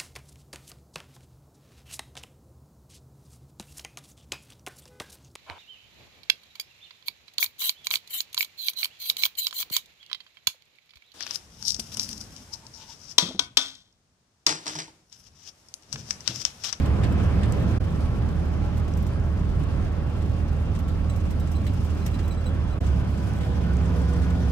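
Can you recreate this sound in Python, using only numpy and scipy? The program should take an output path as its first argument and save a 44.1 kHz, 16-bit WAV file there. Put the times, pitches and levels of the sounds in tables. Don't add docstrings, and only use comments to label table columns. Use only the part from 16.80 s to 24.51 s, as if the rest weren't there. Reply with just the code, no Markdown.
import sys
import numpy as np
from scipy import signal
from scipy.io import wavfile
from scipy.ndimage import map_coordinates

SR = 44100
rng = np.random.default_rng(int(sys.argv[2]) if len(sys.argv) > 2 else 0)


def wrap_up_sound(samples):
    columns = np.atleast_2d(samples).T
    tamed = np.clip(columns, -1, 1)
    steps = np.round(tamed * 32767).astype(np.int16)
    wavfile.write(sys.argv[1], SR, steps)


N = 340011

STEP = 20
SLOW_T = np.arange(0, N + 20 * STEP, STEP) / SR

# (frequency [Hz], left minus right [dB])
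EAR_DIFFERENCE = [(60, -5.5), (150, -1.5), (380, -1.5), (950, -1), (2380, -1.0), (5980, 0), (15000, -1)]


def from_db(db):
    return np.exp(np.asarray(db, float) * np.log(10) / 20)


def rms_one(x):
    return x / np.sqrt(np.mean(x ** 2) + 1e-20)


def fine(slow):
    return np.interp(np.arange(N) / SR, SLOW_T, slow)


def in_time(stretches):
    s, *columns = np.transpose(np.concatenate(stretches))
    return [np.interp(SLOW_T, s, column) for column in columns]


def at_hz(points, hz):
    table_hz, values = np.array(points).T
    return np.interp(np.log(hz), np.log(table_hz), values)


def drift(rate):
    run_in = 6000
    r = np.exp(-2 * np.pi * rate * STEP / SR)
    noise = rng.standard_normal(len(SLOW_T) + run_in)
    slow = signal.lfilter([1], [1, -2 * r, r * r], noise)[run_in:]
    return rms_one(slow - slow.mean())


def resonance(x, hz, width):
    r = np.exp(-np.pi * width / SR)
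    zeros = np.array([1, 0, -1]) * (1 - r * r) / 2
    return signal.lfilter(zeros, [1, -2 * r * np.cos(2 * np.pi * hz / SR), r * r], x)


def panned(x, left_db):
    return np.array([x * from_db(left_db / 2), x * from_db(-left_db / 2)])


def engine(firing_waver_db=.6, waver_db=1.3):
    orders = [2, 3, 4, 5, 6, 8, 9, 10, 11, 12, 13, 15, 16, 18, 20, 21, 25, 28]
    light_db = (-35.5, -38, -27, -35.5, -41.5, -41.5, -41.5, -51.5, -66, -48, -56, -57, -70, -63, -65, -68,
                -82, -70)
    half_db = (-48, -43, -25.5, -36, -32.5, -40, -46, -40.5, -40.5, -45, -52, -47, -55.5, -48, -57, -60,
               -73, -61)
    full_db = (-65, -52, -23.5, -31, -49, -50, -39, -30, -43.5, -60, -49, -39.5, -49, -51.5, -57, -51.5,
               -49, -52)
    # (time [s], firing rate [1/s], load [0-1])
    running = [(0, 71.7, .5), (.99, 72.5, .5), (.995, 75.5, 0), (4.9, 77.2, 0), (5.99, 77.1, 0),
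               (6, 71.0, .42), (6.75, 69.6, .42), (6.95, 68.9, 1), (7.71, 68.9, 1)]

    firing_rate, load = in_time([running])
    unsteady_rate = firing_rate * (1 + .001 * drift(4))
    cycle = np.cumsum(np.pi / 2 * unsteady_rate) * STEP / SR
    out = 0
    for order, *load_db in zip(orders, light_db, half_db, full_db):
        waver = (firing_waver_db if order == 4 else waver_db) * drift(4.2)
        level = from_db(np.interp(load, [0, .5, 1], load_db) + waver)
        tone = level * np.sin(order * cycle + rng.uniform(0, 2 * np.pi))
        out = out + panned(tone, at_hz(EAR_DIFFERENCE, 18.5 * order))
    out = signal.resample_poly(out, STEP, 1, axis=1, window=("kaiser", 10))
    return np.sqrt(2) * out[:, :N]


def road_and_wind(gust_db=1.5, flutter_db=1.0, own_db=1.17):
    # (time [s], rumble [dB], tyres [dB], wind [dB])
    noise_levels = [
        [(0, -27, -38, -57.5), (.6, -26, -38.5, -60), (.98, -28, -39.5, -56.5)],
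        [(1.01, -30, -42.5, -61), (2, -30, -43.5, -63), (3.3, -32, -44, -63.5), (4.6, -31.5, -45.5, -62),
         (5.3, -32.5, -44.5, -58), (5.6, -35.5, -43.5, -64), (5.98, -32, -43, -63.5)],
        [(6.01, -28, -42, -57.5), (6.4, -31.5, -43, -59), (7, -30.5, -41, -59.5), (7.71, -30.5, -42, -56)],
    ]
    # (frequency [Hz], density [dB per Hz])
    rumble_spectrum = [(20, -20), (30, -7.5), (42, -8.5), (60, 0), (95, -1.5), (130, -6.5), (190, -9.5),
                       (250, -14), (330, -19), (450, -33), (800, -42), (2000, -101)]
    tyre_spectrum = [(100, -4), (300, 6.5), (500, 1.5), (700, -1.5), (950, -2), (1150, -5), (1500, -7),
                     (2000, -12.5), (2700, -18), (3500, -20), (5000, -31.5), (12000, -48)]
    wind_spectrum = [(800, -7), (2500, 8), (4000, 0), (5000, 3), (6500, -2), (8000, -7.5), (10000, -6),
                     (13000, -12.5), (15500, -20), (17000, -22)]
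    # (frequency [Hz], left-right likeness [-1 to 1])
    ear_likeness = [(60, 0.94), (130, 0.7), (290, 0.69), (640, 0.066), (1410, 0.76), (3100, 0.13),
                    (6820, 0.068), (15000, 0.2)]

    edges = 20 * 2 ** (np.arange(30) / 3)
    centres = np.sqrt(edges[1:] * edges[:-1])
    rumble_db, tyre_db, wind_db = in_time(noise_levels)
    rumble_db = rumble_db + .6 * drift(3)
    wind_db = wind_db + gust_db * drift(17) + flutter_db * drift(44)
    layers = [(rumble_spectrum, rumble_db, 110, 400),
              (tyre_spectrum, tyre_db, 500, 2500),
              (wind_spectrum, wind_db, 4000, 15000)]
    shares, powers = [], []
    for spectrum, level_db, low, high in layers:
        band_power = from_db(2 * at_hz(spectrum, centres)) * np.diff(edges)
        shares.append(band_power / band_power[(centres > low) & (centres < high)].sum())
        powers.append(from_db(2 * level_db))

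    white = rng.standard_normal((2, 2, N + 8000))
    out = 0
    for k, hz in enumerate(centres):
        sos = signal.butter(2, edges[k:k + 2], "band", fs=SR, output="sos")
        band = signal.sosfilt(sos, white[k % 2])[:, -N:]
        mid, side = band * np.sqrt(SR / 2 / (edges[k + 1] - edges[k]))
        alike = np.clip(at_hz(ear_likeness, hz), -.99, .99)
        power = sum(share[k] * layer_power for share, layer_power in zip(shares, powers))
        gain = np.sqrt(power) * from_db(own_db * drift(8.5))
        pair = mid + np.sqrt((1 - alike) / (1 + alike)) * side * [[1], [-1]]
        out = out + panned(fine(gain), at_hz(EAR_DIFFERENCE, hz)) * pair
    return out


def cab(x):
    # (frequency [Hz], width [Hz], gain [dB])
    cab_modes = [(59, 13, -2), (77, 8.6, -3), (108, 5.5, 2.5), (138.6, 12, -1), (174, 24, 2),
                 (240, 16, -3.5), (348, 55, -2), (563, 84, 2), (926, 69, -4.5), (1970, 81, -4.5),
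                 (3920, 170, -4.5), (5150, 540, 1.5)]
    for hz, width, db in cab_modes:
        x = x + (from_db(db) - 1) * resonance(x, hz, width)
    return x


def rattles(small_per_s=25.0, small_db=-63, spread_db=3.0, low_longer=1.3):
    # (time [s], level [dB], low range [dB], top range [dB]), ranges relative to the middle one
    bumps = [(.055, -49, 1, -6), (0.233, -42.5, 9.5, -14), (.3194, -52, -4, -4), (.394, -53, 6, -16),
             (.6315, -43.5, 7.5, -20), (.798, -55, 1, -2), (1.486, -54, 3, -6), (1.895, -68, 1, -10),
             (1.97, -53, 2, -4), (2.078, -57, 4, -3), (2.17, -52, 0, 1), (2.223, -56, -8, 3),
             (2.265, -48.5, -6, -5), (3.4186, -59, 6, -18), (3.95, -47.5, 2, -15), (3.988, -50.5, 3, -2),
             (4.0796, -51, 3.5, -4), (4.296, -48, 2, -9), (4.359, -49.5, -10, -2), (4.402, -56, -5, -21),
             (4.505, -48, -2, -2), (4.596, -50, -3, -2), (4.6713, -50, 0, -22), (4.714, -47.5, -5, -2.5),
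             (4.865, -46, 7, -3), (4.934, -50, -1, -4), (5.0449, -54, 1, 0), (5.101, -52, -8, -21),
             (5.167, -54, -4, -17), (5.261, -37.5, -2.5, -5), (5.3403, -50, 2, -18), (5.388, -51, 9, -17),
             (5.477, -49.5, -3, -3), (6.063, -52, 3, -12), (6.3724, -54, -4, -14), (6.5594, -55, -2, -3),
             (6.608, -49, 6, -18), (6.632, -55, 8, -10), (7.0544, -49, -3, -22), (7.217, -57, -8, -18),
             (7.332, -51, -12, -11), (7.417, -48, 1, -20), (7.4994, -54, 6, -12)]
    # (time [s], level [dB])
    sharp_ticks = [(.6794, -51), (0.7232, -25.5), (.8894, -53), (2.138, -40), (2.17, -44.5), (2.6943, -50),
                   (6.5359, -39), (6.59, -48), (6.9691, -41), (7.2009, -50)]
    # (low edge [Hz], high edge [Hz], resonances (Hz, width [Hz]))
    trim_ranges = [(1200, 5200, [(1750, 250), (2150, 300), (2800, 500), (3600, 700), (4700, 900)]),
                   (5000, 9400, [(5600, 1200), (6500, 1200), (7700, 1800)]), (9200, 16500, [(10800, 2500),
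                   (13800, 3500)])]
    rattle_s, tick_s, rise_s = 0.014, 0.0012, .002
    bright_left_db, left_per_dull = -4.5, 0.29
    tick_low_db, tick_top_db, tick_left_db = -18, -13, 2

    # (time s, level dB, low dB, top dB, decay s, left minus right dB)
    events = [(s, db, low_db, top_db, rattle_s, bright_left_db - left_per_dull * top_db)
              for s, db, low_db, top_db in bumps]
    events += [(s, db, tick_low_db, tick_top_db, tick_s, tick_left_db) for s, db in sharp_ticks]
    for place, loud, bright, long, side in rng.random((int(small_per_s * N / SR), 5)):
        db = small_db + spread_db * min(-np.log(loud), 2)
        events.append((place * N / SR, db, -6, 8 * bright - 10, 0.0025 + 0.0097 * long, 6 * side - 4))

    shaking = np.zeros((3, 2, N))
    t = np.arange(SR // 14) / SR
    for s, db, low_db, top_db, length, left_db in events:
        at = int(s * SR)
        lengths = length * np.array([[low_longer], [1], [1]])
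        range_gain = from_db(db + np.array([[low_db], [0], [top_db]]))
        rise = 1 - np.exp(-t / min(rise_s, length / 8))
        shake = range_gain * np.exp(-(t / lengths) ** 1.4) * rise
        shaking[:, :, at:at + len(t)] += panned(shake, left_db).swapaxes(0, 1)[..., :N - at]

    contacts = rng.standard_normal((2, N)) * fine(from_db(1.5 * drift(200)))
    out = 0
    for level, (low, high, modes) in zip(shaking, trim_ranges):
        sos = signal.butter(2, [low, high], "band", fs=SR, output="sos")
        rung = sum((-1) ** k * resonance(contacts, hz, width) / np.sqrt(width)
                   for k, (hz, width) in enumerate(modes))
        out = out + level * rms_one(signal.sosfilt(sos, rung))
    return out


def squeaks(rough=0.3, sag=0.005):
    # (time [s], level [dB], frequency [Hz], second harmonic [dB re fundamental])
    squeak_events = [(4.2946, -50, 3980, -1), (4.6, -55, 3880, -11), (4.751, -45, 4020, -8),
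                     (4.865, -47, 4040, -7), (5.2135, -52, 4090, -13), (5.338, -48, 4000, -15),
                     (5.4368, -52, 3940, -15), (5.508, -45, 3980, -8), (5.573, -51.5, 3960, -6),
                     (5.657, -41.5, 4000, -6), (5.916, -53, 4000, -10)]
    upper_db = (-20, -19)
    squeak_s = 0.024
    out = np.zeros(N)
    uneven = fine(np.maximum(1 + rough * drift(110), 0))
    wobble = fine(drift(150))
    t = np.arange(int(3 * squeak_s * SR)) / SR
    for s, db, hz, second_db in squeak_events:
        at = int(s * SR)
        span = slice(at, at + len(t))
        pitch = hz * (1 - sag * t / squeak_s + 0.009 * wobble[span])
        phase = np.cumsum(2 * np.pi * pitch) / SR
        shape = (1 - np.exp(-t / 0.0029)) * np.exp(-(t / squeak_s) ** 2)
        harmonics_db = (0, second_db, *upper_db)
        tone = sum(from_db(d) * np.sin((k + 1) * phase) for k, d in enumerate(harmonics_db))
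        out[span] += from_db(db) * shape * tone * uneven[span]
    return out


def whines(waver_db=3.0):
    # (start [s], end [s], frequency [Hz], wander [Hz], level [dB])
    faint_tones = [(0, .99, 1040, 14, -56), (0, .99, 2600, 8, -63), (1, 5.99, 566, 6, -58),
                   (1, 4, 840, 9, -60), (1, 5.99, 1115, 5, -59), (1, 5.99, 1345, 10, -59.5),
                   (2.8, 5.99, 2740, 14, -64), (3.4, 5.99, 2440, 18, -71), (6, 7.71, 1000, 11, -55),
                   (6, 6.8, 1510, 10, -61), (6, 7.71, 1770, 12, -65), (5.6, 7.71, 3310, 8, -63.5),
                   (6.6, 7.71, 488, 3, -50), (6.8, 7.71, 1205, 14, -62), (6.8, 7.71, 1460, 11, -54)]
    fade_s = .1
    t = np.arange(N) / SR
    out = 0
    for start, end, hz, wander, db in faint_tones:
        held = np.clip(.5 + np.minimum(t - start, end - t) / fade_s, 0, 1)
        phase = np.cumsum(2 * np.pi * (hz + wander * fine(drift(15)))) / SR
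        level = fine(from_db(db + waver_db * drift(5.0)))
        out = out + np.sqrt(2) * held * level * np.sin(phase)
    return out


def scene():
    right_lag_s = 5 / SR
    left, right = engine() + cab(road_and_wind()) + whines()
    right = map_coordinates(right, [np.arange(N) - right_lag_s * SR], order=1, mode="nearest")
    return np.array([left, right]) + rattles() + panned(squeaks(), -2.5)


def low_pass(x):
    return signal.sosfilt(signal.butter(12, 16440, fs=SR, output="sos"), x)


def record(dry):
    # (moment of silence [s], half-length of the fade [s])
    join_fades = [(.9925, .016), (5.9975, .016)]
    peak_top, top_hz = 0.4, 15850
    t = np.arange(N) / SR
    mix = peak_top * np.tanh(dry / peak_top)
    for s, half in join_fades:
        mix = mix * np.sin(np.pi / 2 * np.clip(abs(t - s) / half, 0, 1)) ** 4
    mix = signal.sosfilt(signal.ellip(12, .5, 50, top_hz, fs=SR, output="sos"), mix)
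    return low_pass(mix)


dry = scene()
out = record(dry)
wrap_up_sound(out)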